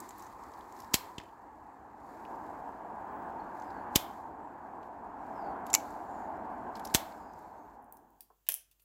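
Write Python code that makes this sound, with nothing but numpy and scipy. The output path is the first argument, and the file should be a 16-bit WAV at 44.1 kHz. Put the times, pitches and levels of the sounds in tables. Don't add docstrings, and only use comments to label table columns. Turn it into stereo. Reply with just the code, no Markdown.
import sys
import numpy as np
from scipy import signal
from scipy.io import wavfile
from scipy.ndimage import uniform_filter1d

SR = 44100
rng = np.random.default_rng(int(sys.argv[2]) if len(sys.argv) > 2 else 0)


def wav_out(sig):
    wavfile.write(sys.argv[1], SR, np.round(np.clip(np.atleast_2d(sig).T, -1, 1) * 32767).astype(np.int16))


def voltage_ratio(decibels):
    exponent = np.asarray(decibels, float) / 20
    return 10 ** exponent


N = 389844


def evened(x):
    return x / np.sqrt(np.mean(x ** 2) + 1e-20)


def read(points, hz):
    f, value = np.transpose(points)
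    return np.interp(np.log(hz + 1), np.log(f + 1), value)


def curves(rows, t):
    s, *columns = np.transpose(rows)
    return [np.interp(t, s, c) for c in columns]


def add(mix, s, sound):
    part = mix[:, round(s * SR):][:, :sound.shape[1]]
    part += sound[:, :part.shape[1]]


def sides(db):
    return voltage_ratio(np.array([[db / 2], [-db / 2]]))


def noise(field, size, same, patchy_db, lean_db=0):
    hop = size // 4
    hz = np.fft.rfftfreq(size, 1 / SR)[:, None]
    t = np.arange(N // hop + 5) * hop / SR
    a, b, c, d, patch = rng.standard_normal((len(t), len(hz), 5), dtype=np.float32).T
    patch = uniform_filter1d(patch, size=size // 100, axis=0)
    patch = evened(uniform_filter1d(patch, size=3000 // hop, axis=1))
    same = np.clip(same, -1, 1)
    left = a + 1j * b
    right = same * left + np.sqrt(1 - same ** 2) * (c + 1j * d)
    pair = np.array([left * voltage_ratio(lean_db / 2), right * voltage_ratio(-lean_db / 2)])
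    hiss_edge_hz = 15800
    z = pair * voltage_ratio(field(hz, t) + patchy_db * patch) * (hz < hiss_edge_hz)
    return signal.istft(z, nperseg=size, noverlap=size - hop)[1][:, :N] / size ** .5


def coloured(x, db):
    log_gain = np.log(voltage_ratio(np.maximum(np.r_[db, db[-2:0:-1]], -90)))
    taps = np.fft.ifft(np.exp(np.conj(signal.hilbert(log_gain)))).real
    return signal.fftconvolve(x, taps[None], axes=1)


def echoes(x, decays, start):
    taps = np.zeros((2, SR // 2))
    slots = np.arange(round(start * SR), SR // 2 - 16, 16)
    at = slots + rng.integers(0, 16, (2, len(slots)))
    np.put_along_axis(taps, at, rng.choice([-1., 1.], at.shape), 1)
    hz, t, z = signal.stft(taps, SR, nperseg=256)
    tail = signal.istft(z * voltage_ratio(-60 * t / read(decays, hz)[:, None]), SR, nperseg=256)[1]
    return signal.oaconvolve(x, tail / np.linalg.norm(tail[0]), axes=1)[:, :N]


def ring(modes, length):
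    t = np.arange(round(length * SR)) / SR
    return sum(voltage_ratio(db - 60 * t / t60) * np.sin(2 * np.pi * hz * t) for hz, db, t60 in modes)[None]


def cracks(rows, body, ring_db, width, snap, apart, pan_db):
    mix = np.zeros((2, N))
    hz, t = np.fft.rfftfreq(1024, 1 / SR), np.arange(2000) / SR
    rise_s = 0.00028
    for s, db, ring_hz, bright_db, length in rows:
        common, own = rng.standard_normal((2, 2, len(t)))
        decay = voltage_ratio(-60 * t / max(length, .002))
        fibres = (common[:1] + apart * own) * decay * np.minimum(t / rise_s, 1)
        burst = fibres + snap * (t == 0)
        colour = read(body, hz) + ring_db / (1 + ((hz - ring_hz) / (width * ring_hz)) ** 2)
        colour = colour + (bright_db + 6.5) / (1 + (7000 / (hz + 1)) ** 4)
        sound = coloured(burst, colour)
        add(mix, s, voltage_ratio(db) * sides(pan_db) * sound / abs(sound).max())
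    return mix


# time in seconds, roar level in dB.
ROAD_LEVEL = [(0.0, -42), (1.05, -41), (1.3, -45.5), (1.95, -43.5), (2.36, -36), (2.9, -36.5), (3.25, -33),
              (3.6, -35.5), (3.9, -33), (4.2, -39), (5.05, -38.5), (5.55, -30.5), (5.9, -34.5), (6.8, -33),
              (7.15, -38), (7.7, -44), (8.0, -52.5), (8.4, -69)]
# frequency in Hz, level in dB per Hz.
ROAR_COLOUR = [(18, -47.5), (30, -12.5), (70, -9), (124, -24.5), (194, -9.5), (282, -5.5), (351, -10.5),
               (520, -13), (684, -1.5), (849, 1), (1030, -6.5), (1230, -14.5), (1530, -13.5), (1870, -25.5),
               (3300, -44.5), (4290, -66), (7260, -120)]
# time in seconds, factor on its frequencies.
ROAR_SHIFT = [(0, 1.174), (1.9, 1.118), (2.3, 1.066), (4.9, 1.058), (5.4, 1.023), (8.4, 1.056)]
# frequency in Hz, likeness from 0 to 1.
ROAR_LIKENESS = [(60, 1), (150, 0.6), (380, 0.85), (700, .6), (1200, 0.087), (2400, 0.21)]
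# frequency in Hz, left over right in dB.
ROAR_LEAN = [(60, -0.052), (180, -1.3), (550, 0.055), (1650, -0.83), (4970, -1.5), (15000, -1.4)]


def road():
    def field(hz, t):
        roar_db = curves(ROAD_LEVEL, t)[0]
        rumble_db = 0.5 - 0.11 * (roar_db + 40)
        hiss_db = -2.5 + 0.08 * (roar_db + 40)
        tilt_db = rumble_db / (1 + (hz / 450) ** 4) + hiss_db / (1 + (1300 / (hz + 1)) ** 4)
        return read(ROAR_COLOUR, hz / curves(ROAR_SHIFT, t)[0]) + roar_db + tilt_db
    hz = np.fft.rfftfreq(1024, 1 / SR)[:, None]
    roar = noise(field, size=1024, same=read(ROAR_LIKENESS, hz), patchy_db=1.16, lean_db=read(ROAR_LEAN, hz))
    fade_out = np.clip((ROAD_LEVEL[-1][0] - np.arange(N) / SR) / 0.27, 0, 1)
    return voltage_ratio(16.0) * roar * fade_out


# frequency in Hz, level in dB per Hz.
AIR_COLOUR = [(1470, -32.5), (2500, -6), (3370, -5.5), (3570, -13), (5800, -14), (6300, -2), (7800, 0),
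              (8300, -13), (9350, -17), (15000, -12), (16500, -16)]
# frequency in Hz, level in dB per Hz.
ROOM_COLOUR = [(53, -32.5), (90, -1.5), (177, -13.5), (433, -14), (504, -16.5), (1670, -19.5),
               (2370, -24.5), (8770, -25.5), (15100, -14), (16500, -28.5)]
# time in seconds, share of the room from 0 to 1.
INDOOR_SHARE = [(7.3, 0.043), (8.3, 0.96)]
# frequency in Hz, rms level in dB.
MAINS_HUM = [(50, -77)]


def air():
    t = np.arange(N) / SR

    def outdoor_field(hz, t):
        return read(AIR_COLOUR, hz) - 82.5 - 1.14 * (curves(ROAD_LEVEL, t)[0] + 40)

    outdoor = noise(outdoor_field, size=512, same=.1, patchy_db=.6)
    indoor = evened(noise(lambda hz, t: read(ROOM_COLOUR, hz) + 0 * t, size=1024, same=.3, patchy_db=1))
    share = np.clip(curves(INDOOR_SHARE, t)[0], 0, 1)
    hum = sum(voltage_ratio(db) * 2 ** .5 * np.sin(2 * np.pi * hz * t) for hz, db in MAINS_HUM)
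    room_db = -64.5
    return voltage_ratio(6.0) * outdoor * (1 - share) + voltage_ratio(room_db - 12.5) * indoor * share + hum


# start in seconds, hold in seconds, level in dB, release in dB per second.
SWISHES = [(0.0, 0.028, -62, 38), (0.175, 0.046, -63.5, 50), (0.397, 0.34, -69.5, 30),
           (0.756, 0.075, -65, 61), (0.934, 0.1, -63, 59.5), (1.182, .03, -71, 54), (2.1, .05, -71, 16),
           (2.3, 0.14, -72, 12), (2.949, .3, -76, 21), (3.3, 0.21, -75, 7), (3.581, .05, -71, 21),
           (3.955, 0.1, -64, 60), (4.196, 0.073, -76, 50), (4.837, .01, -76.5, 60),
           (5.267, 0.13, -74.5, 15), (5.69, 0.23, -66, 60), (6.051, 0.11, -72.5, 15),
           (6.501, 0.24, -76, 23), (6.755, .04, -67, 198), (6.855, 0.23, -64.5, 68), (7.198, 0.2, -77, 30),
           (7.38, 0.054, -73, 37)]
# frequency in Hz, level in dB per Hz.
LEAF_COLOUR = [(1180, -28.5), (2000, 0.5), (2950, -16.5), (4240, -6), (5900, -10.5), (6500, -7),
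               (7850, -6.5), (8300, -13.5), (15100, -11), (16100, -18), (16500, -29)]


def rustle():
    t = np.arange(0, N / SR + .01, .005)
    level_db = -80
    for s, hold, db, release_db in SWISHES:
        before_db = 3.9 * release_db * (s - t)
        after_db = release_db * (t - s - hold)
        away_db = np.maximum(before_db, after_db)
        level_db = np.maximum(level_db, db - np.maximum(away_db, 0))
    outdoor_end_s = 7.75
    level_db = level_db - 40 * np.clip(t - outdoor_end_s, 0, 1) / .2
    level_db = np.interp(np.arange(N) / SR, t, level_db)
    slip_size = voltage_ratio(2.0 * np.minimum(rng.exponential(1, (2, N)), 4))
    slips = slip_size * (rng.random((2, N)) < 150 / SR)
    flicker = 1 + .25 * signal.lfilter([1], [1, -.994], slips + .5 * slips[::-1])
    swish = noise(lambda hz, t: read(LEAF_COLOUR, hz) + 0 * t, size=256, same=.1, patchy_db=.9)
    return voltage_ratio(level_db + 2.5) * evened(swish * flicker)


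# frequency in Hz, level in dB per Hz.
GREEN_WOOD = [(350, -40), (600, -12), (910, -7.5), (1360, -12.5), (1750, -9), (3260, -6.5), (3590, -8.5),
              (5010, -6.5), (7700, -4), (9220, -12.5), (12000, -1.5), (13200, -9), (15400, -7),
              (16500, -25.5)]


def ticks(rows, pan_db):
    tick_s = 0.024
    rows = [(*row, tick_s) for row in rows]
    return cracks(rows, GREEN_WOOD, ring_db=12.5, width=0.2, snap=2.6, apart=1.7, pan_db=pan_db)


# start in seconds, peak in dB, ring in Hz, brightness in dB.
REACH_TICKS = [(0.0024, -34.5, 7460, 6), (0.0904, -38, 7350, 0), (0.107, -41.5, 7050, -24),
               (0.182, -45, 13000, 0), (.195, -45, 7400, -3), (.245, -52, 7000, -3), (0.2229, -43, 6000, 1),
               (.266, -49, 6500, -10), (0.4364, -47, 7600, -18), (.518, -54, 7800, -15),
               (0.537, -50, 5420, -20), (.585, -61, 11000, -8), (0.6081, -50, 4200, -18),
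               (0.723, -48.5, 6950, -6), (.765, -52, 5800, -19), (.79, -50, 5000, -9),
               (0.8021, -39, 5550, -3), (.82, -50, 5200, -10), (.845, -51.5, 5300, -7),
               (2.251, -48, 2700, -38), (3.598, -52, 6460, -12), (3.6207, -50, 6800, -27),
               (3.7044, -51, 4880, -21), (6.7635, -49.5, 5000, -25), (6.7685, -47, 10500, -14),
               (6.771, -49, 4300, -24), (6.7955, -42.5, 11300, -22), (6.8505, -31.5, 5200, -2),
               (6.8545, -35, 9900, -3.5), (6.9, -48.5, 4500, -18.5), (6.917, -51.5, 12000, -8),
               (7.335, -57, 6000, -1), (7.39, -55, 7600, 1), (7.4244, -60, 14000, -4)]


def reaching_twigs():
    return ticks(REACH_TICKS, pan_db=-7)


# frequency in Hz, time to fall by 60 dB in seconds.
HEDGE_DECAY = [(1000, 0.45), (3000, 0.33), (7000, 0.19), (14000, 0.29)]


def hedge_scatter(x):
    return voltage_ratio(-15.0) * echoes(x, HEDGE_DECAY, start=0.004)


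# start in seconds, peak in dB, ring in Hz, brightness in dB, length in seconds.
STEM_CRACKS = [(.9345, -30, 6000, -12.5, 0.014), (.9374, -17.5, 6500, -11.5, 0.019),
               (.9402, -18.5, 12000, -8.5, 0.011), (.9416, -0.5, 4000, -10.5, 0.0052),
               (.9428, -8, 5670, -13.5, .02), (.9456, -12, 2900, -13, 0.015),
               (.9505, -17.5, 4200, -9.5, .03), (.956, -23, 4320, -9, 0.032), (3.9525, -28, 4000, -12, .01),
               (3.9542, -21.5, 4500, -9.5, .012), (3.9568, -13.5, 6000, -9.5, 0.011),
               (3.9582, -1.5, 3500, -11, 0.0066), (3.9594, -5, 2120, -9.5, 0.015),
               (3.9627, -7, 5500, -10.5, .012), (3.965, -16.5, 2300, -11.5, 0.018),
               (3.9695, -23, 4000, -8, 0.022), (6.9395, -33.5, 4030, -8.5, .01),
               (6.9419, -13, 4600, -8, 0.011), (6.9468, -4.5, 7800, -9.5, 0.0088),
               (6.948, -5, 4500, -12, 0.01), (6.9505, -11, 3000, -12, 0.0054),
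               (6.9528, -8.5, 3300, -10, 0.0095), (6.9538, -11, 4800, -12.5, .016),
               (6.958, -16, 5930, -12, 0.016), (6.964, -25.5, 3200, -10, .04)]


def green_cuts():
    return cracks(STEM_CRACKS, GREEN_WOOD, ring_db=5.5, width=0.15, snap=0.69, apart=2.4, pan_db=-1.5)


# frequency in Hz, level in dB, time to fall by 60 dB in seconds.
BLADE_TONES = [(2265, -1.5, 0.095), (2900, -2, .05), (4100, -9.5, .05), (5900, -12, .035),
               (7600, -10, .035), (11650, -3, 0.055)]


def blade_ring(dry_twig, stems):
    return voltage_ratio(-40.0) * signal.oaconvolve(dry_twig + .3 * stems, ring(BLADE_TONES, .08), axes=1)[:, :N]


# time of the push in seconds, peak in dB, left over right in dB, share of suction.
PUFFS = [
    (.9436, -22.5, -13.5, 0.73),
    (1.1836, -31.5, 0.5, 0.27),
    (3.96, -17, -14, 0.44),
    (5.7406, -34.5, -15, .9),
    (6.9496, -19, -15, .5),
]


def knocks():
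    mix, t = np.zeros((2, N)), np.arange(400) / SR - .004
    suction_lead_s, suction_s, push_s = .0016, .0005, .00075
    for s, db, pan_db, suction in PUFFS:
        push = np.exp(-(t / push_s) ** 2)
        puff = push - suction * np.exp(-((t + suction_lead_s) / suction_s) ** 2)
        add(mix, s + t[0], voltage_ratio(db) * sides(pan_db) * puff[None])
    return mix


# start in seconds, peak in dB, ring in Hz, brightness in dB.
BITE_TICKS = [(1.1818, -29.5, 3050, -30), (1.1821, -32, 7400, -26), (1.1885, -44.5, 2600, -40),
              (1.2, -37.5, 1800, -37), (1.2015, -50, 3400, -30), (1.2125, -50, 4300, -34),
              (1.2155, -51, 2490, -34), (1.2357, -50, 2290, -20), (1.255, -54, 2560, -22),
              (1.2895, -55, 2910, -37), (4.83, -48.5, 2618, -35.5), (5.6616, -52, 7630, -5),
              (5.6667, -37.5, 11300, -19.5), (5.7015, -33.5, 7040, -14.5), (5.8, -44, 2800, -25),
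              (5.905, -48, 7360, -3), (6.7544, -39, 5160, -22), (6.8722, -35.5, 5470, -3),
              (7.121, -51, 4380, -38)]


def bites():
    return ticks(BITE_TICKS, pan_db=2)


# start in seconds, length in seconds,
# start in Hz, end in Hz, level in dB.
BIRD_NOTES = [(3.394, 0.024, 4270, 4290, -63), (3.62, .07, 5300, 4770, -72), (3.66, .06, 4900, 4800, -71),
              (3.728, 0.099, 4530, 4400, -70), (4.39, 0.15, 7800, 7450, -79), (5.32, 0.23, 5450, 4370, -67),
              (6.0, 0.31, 7310, 6920, -68.5), (7.12, 0.3, 5050, 4900, -73), (7.142, 0.21, 7320, 6650, -76),
              (7.524, .17, 6270, 6590, -77), (3.022, .3, 15600, 15500, -74)]


def bird():
    mix = np.zeros((2, N))
    for s, length, from_hz, to_hz, db in BIRD_NOTES:
        u = np.arange(round(length * SR)) / (length * SR)
        hoarse = 1 + .03 * evened(uniform_filter1d(rng.standard_normal(len(u)), size=120))
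        hz = (to_hz + (from_hz - to_hz) * (1 - u) ** 1.5) * hoarse
        whistle = np.sin(2 * np.pi * np.cumsum(hz) / SR)
        add(mix, s, (voltage_ratio(db) * whistle * np.sin(np.pi * u))[None])
    return mix


# start in seconds, peak in dB, ring in Hz, brightness in dB, length in seconds.
TWIG_CRACKS = [(5.7313, -19.5, 7470, -7.5, .012), (5.7397, -3.5, 7600, -6.5, .007),
               (5.7424, -16.5, 11280, -9, .008), (5.7445, -13, 5900, -9.5, .008),
               (5.7482, -22, 5900, -11, .006), (5.7495, -3.5, 5900, -11, .008),
               (5.7525, -17.5, 7500, -11, .012), (5.755, -21, 2800, -13.5, .015)]
# frequency in Hz, level in dB per Hz.
DRY_WOOD = [(500, -41), (900, -15), (1600, -21.5), (2300, -11.5), (3210, -15.5), (4810, -17), (5820, -3.5),
            (7590, -2.5), (8360, -18.5), (11500, -10), (13000, -17), (15400, -18.5), (16500, -27)]


def dry_cut():
    return cracks(TWIG_CRACKS, DRY_WOOD, ring_db=5.0, width=.15, snap=1.6, apart=1.6, pan_db=-3.5)


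# time in seconds, pitch in Hz, rms level in dB.
SQUEAK = [(7.13, 13100, -92), (7.235, 15100, -86), (7.33, 14700, -92), (7.38, 14000, -85),
          (7.46, 14400, -92), (7.56, 13000, -90), (7.6, 13700, -84), (7.67, 14050, -84),
          (7.725, 11700, -92)]


def spring():
    mix, t = np.zeros((2, N)), np.arange(SQUEAK[0][0], SQUEAK[-1][0], 1 / SR)
    hz, db = (uniform_filter1d(c, size=1200) for c in curves(SQUEAK, t))
    add(mix, t[0], (voltage_ratio(db + 3) * np.sin(2 * np.pi * np.cumsum(hz) / SR))[None])
    return mix


# start in seconds, peak in dB, ring in Hz, brightness in dB, length in seconds.
BARK_CRACKS = [(7.824, -61, 10870, -5, 0.033), (7.844, -55, 11000, -11, .006),
               (7.9244, -33, 12100, 1, 0.0051), (7.97, -46, 6000, -2, .02), (8.105, -57, 12240, -6, .0059),
               (8.2076, -33, 13900, -16, 0.014), (8.219, -52, 12970, -10, 0.083),
               (8.713, -54, 2700, -16, 0.072), (8.797, -58, 2820, -20, 0.055), (8.803, -61, 12160, -5, .06),
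               (8.82, -55, 12000, -5, 0.064)]
# frequency in Hz, level in dB per Hz.
BARK_COLOUR = [(180, -84), (300, -49.5), (587, -18), (1000, -23.5), (6900, -7), (10100, 1), (15800, 3.5),
               (16900, -30)]


def bark():
    return cracks(BARK_CRACKS, BARK_COLOUR, ring_db=9., width=.2, snap=6., apart=.4, pan_db=.5)


# frequency in Hz, time to fall by 60 dB in seconds.
ROOM_DECAY = [(500, 0.26), (2000, 0.31), (6000, 0.29), (14000, 0.17)]


def room_walls(x):
    return voltage_ratio(-5.5) * echoes(x, ROOM_DECAY, start=0.0044)


# start in seconds, peak in dB.
BOWL_TAPS = [
    (8.301, -56),
    (8.487, -58),
]
# frequency in Hz, level in dB, time to fall by 60 dB in seconds.
TWIG_TONES = [(330, -9, .02), (450, 0, .015), (720, 0, .012), (1030, 0, .012), (1300, -2, .012)]


def taps():
    mix, n = np.zeros((2, N)), np.arange(1500)
    bowl = signal.butter(3, [330, 1350], "bandpass", fs=SR, output="sos")
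    for s, db in BOWL_TAPS:
        blow = rng.standard_normal((1, 1500)) * np.exp(-n / 450) * np.minimum(n / 90, 1)
        sound = signal.sosfilt(bowl, signal.fftconvolve(blow, ring(TWIG_TONES, .1), axes=1))
        add(mix, s, voltage_ratio(db + 2.) * sound / abs(sound).max())
    return mix


# start in seconds, peak in dB, ring in Hz, brightness in dB, length in seconds.
STRIP_CRACKS = [(8.4665, -50.5, 3120, -26.5, 0.088), (8.4886, -5.5, 11800, -5, 0.0021),
                (8.4892, -19, 2900, -24, 0.0071), (8.4912, -21, 11000, -14, .008),
                (8.4932, -28, 2720, -23, 0.013), (8.4995, -25, 10500, -13, .015),
                (8.505, -37, 9530, -9, .05), (8.5195, -31, 5650, -23, .004), (8.5214, -17, 11060, -6, .003),
                (8.5222, -35, 2800, -23, .008), (8.53, -40, 11000, -11, .04), (8.5413, -15, 10900, 1, .004),
                (8.5416, -27, 5600, -15, 0.0064), (8.5483, -23, 12100, -6, 0.0035),
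                (8.553, -45, 10530, -10, .06)]
# frequency in Hz, level in dB per Hz.
TEAR_COLOUR = [(200, -41), (650, -19), (1250, -28), (2600, -18.5), (4200, -21), (7000, -13), (10500, -7.5),
               (13500, -7), (15800, -6), (16900, -22)]


def long_strip():
    return cracks(STRIP_CRACKS, TEAR_COLOUR, ring_db=8.5, width=0.2, snap=4.3, apart=0.92, pan_db=1.0)


def scene():
    background = road() + air() + rustle()
    twigs = reaching_twigs() + bites()
    stems, dry_twig = green_cuts(), dry_cut()
    far = 3 * bird()
    hedge = stems + dry_twig + blade_ring(dry_twig, stems) + twigs + knocks() + 0.2 * far + spring()
    scatter = hedge_scatter(stems + twigs + 0.56 * dry_twig + far)
    room = bark() + taps() + long_strip()
    table = .45 * np.roll(room, round(.0011 * SR), axis=1)
    return background + hedge + scatter + room + table + room_walls(room)


def band_limit(x):
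    return signal.sosfilt(signal.butter(12, 16990, fs=SR, output="sos"), x)


def record(dry):
    bass_cut = signal.butter(3, 46, "highpass", fs=SR, output="sos")
    soft = 1.1 * np.tanh(signal.sosfilt(bass_cut, dry) / 1.1)
    edge = signal.firwin(255, 16200, window=("kaiser", 4.5), fs=SR)[None]
    return band_limit(signal.oaconvolve(soft, edge, "same", axes=1))


dry = scene()
out = record(dry)
wav_out(out)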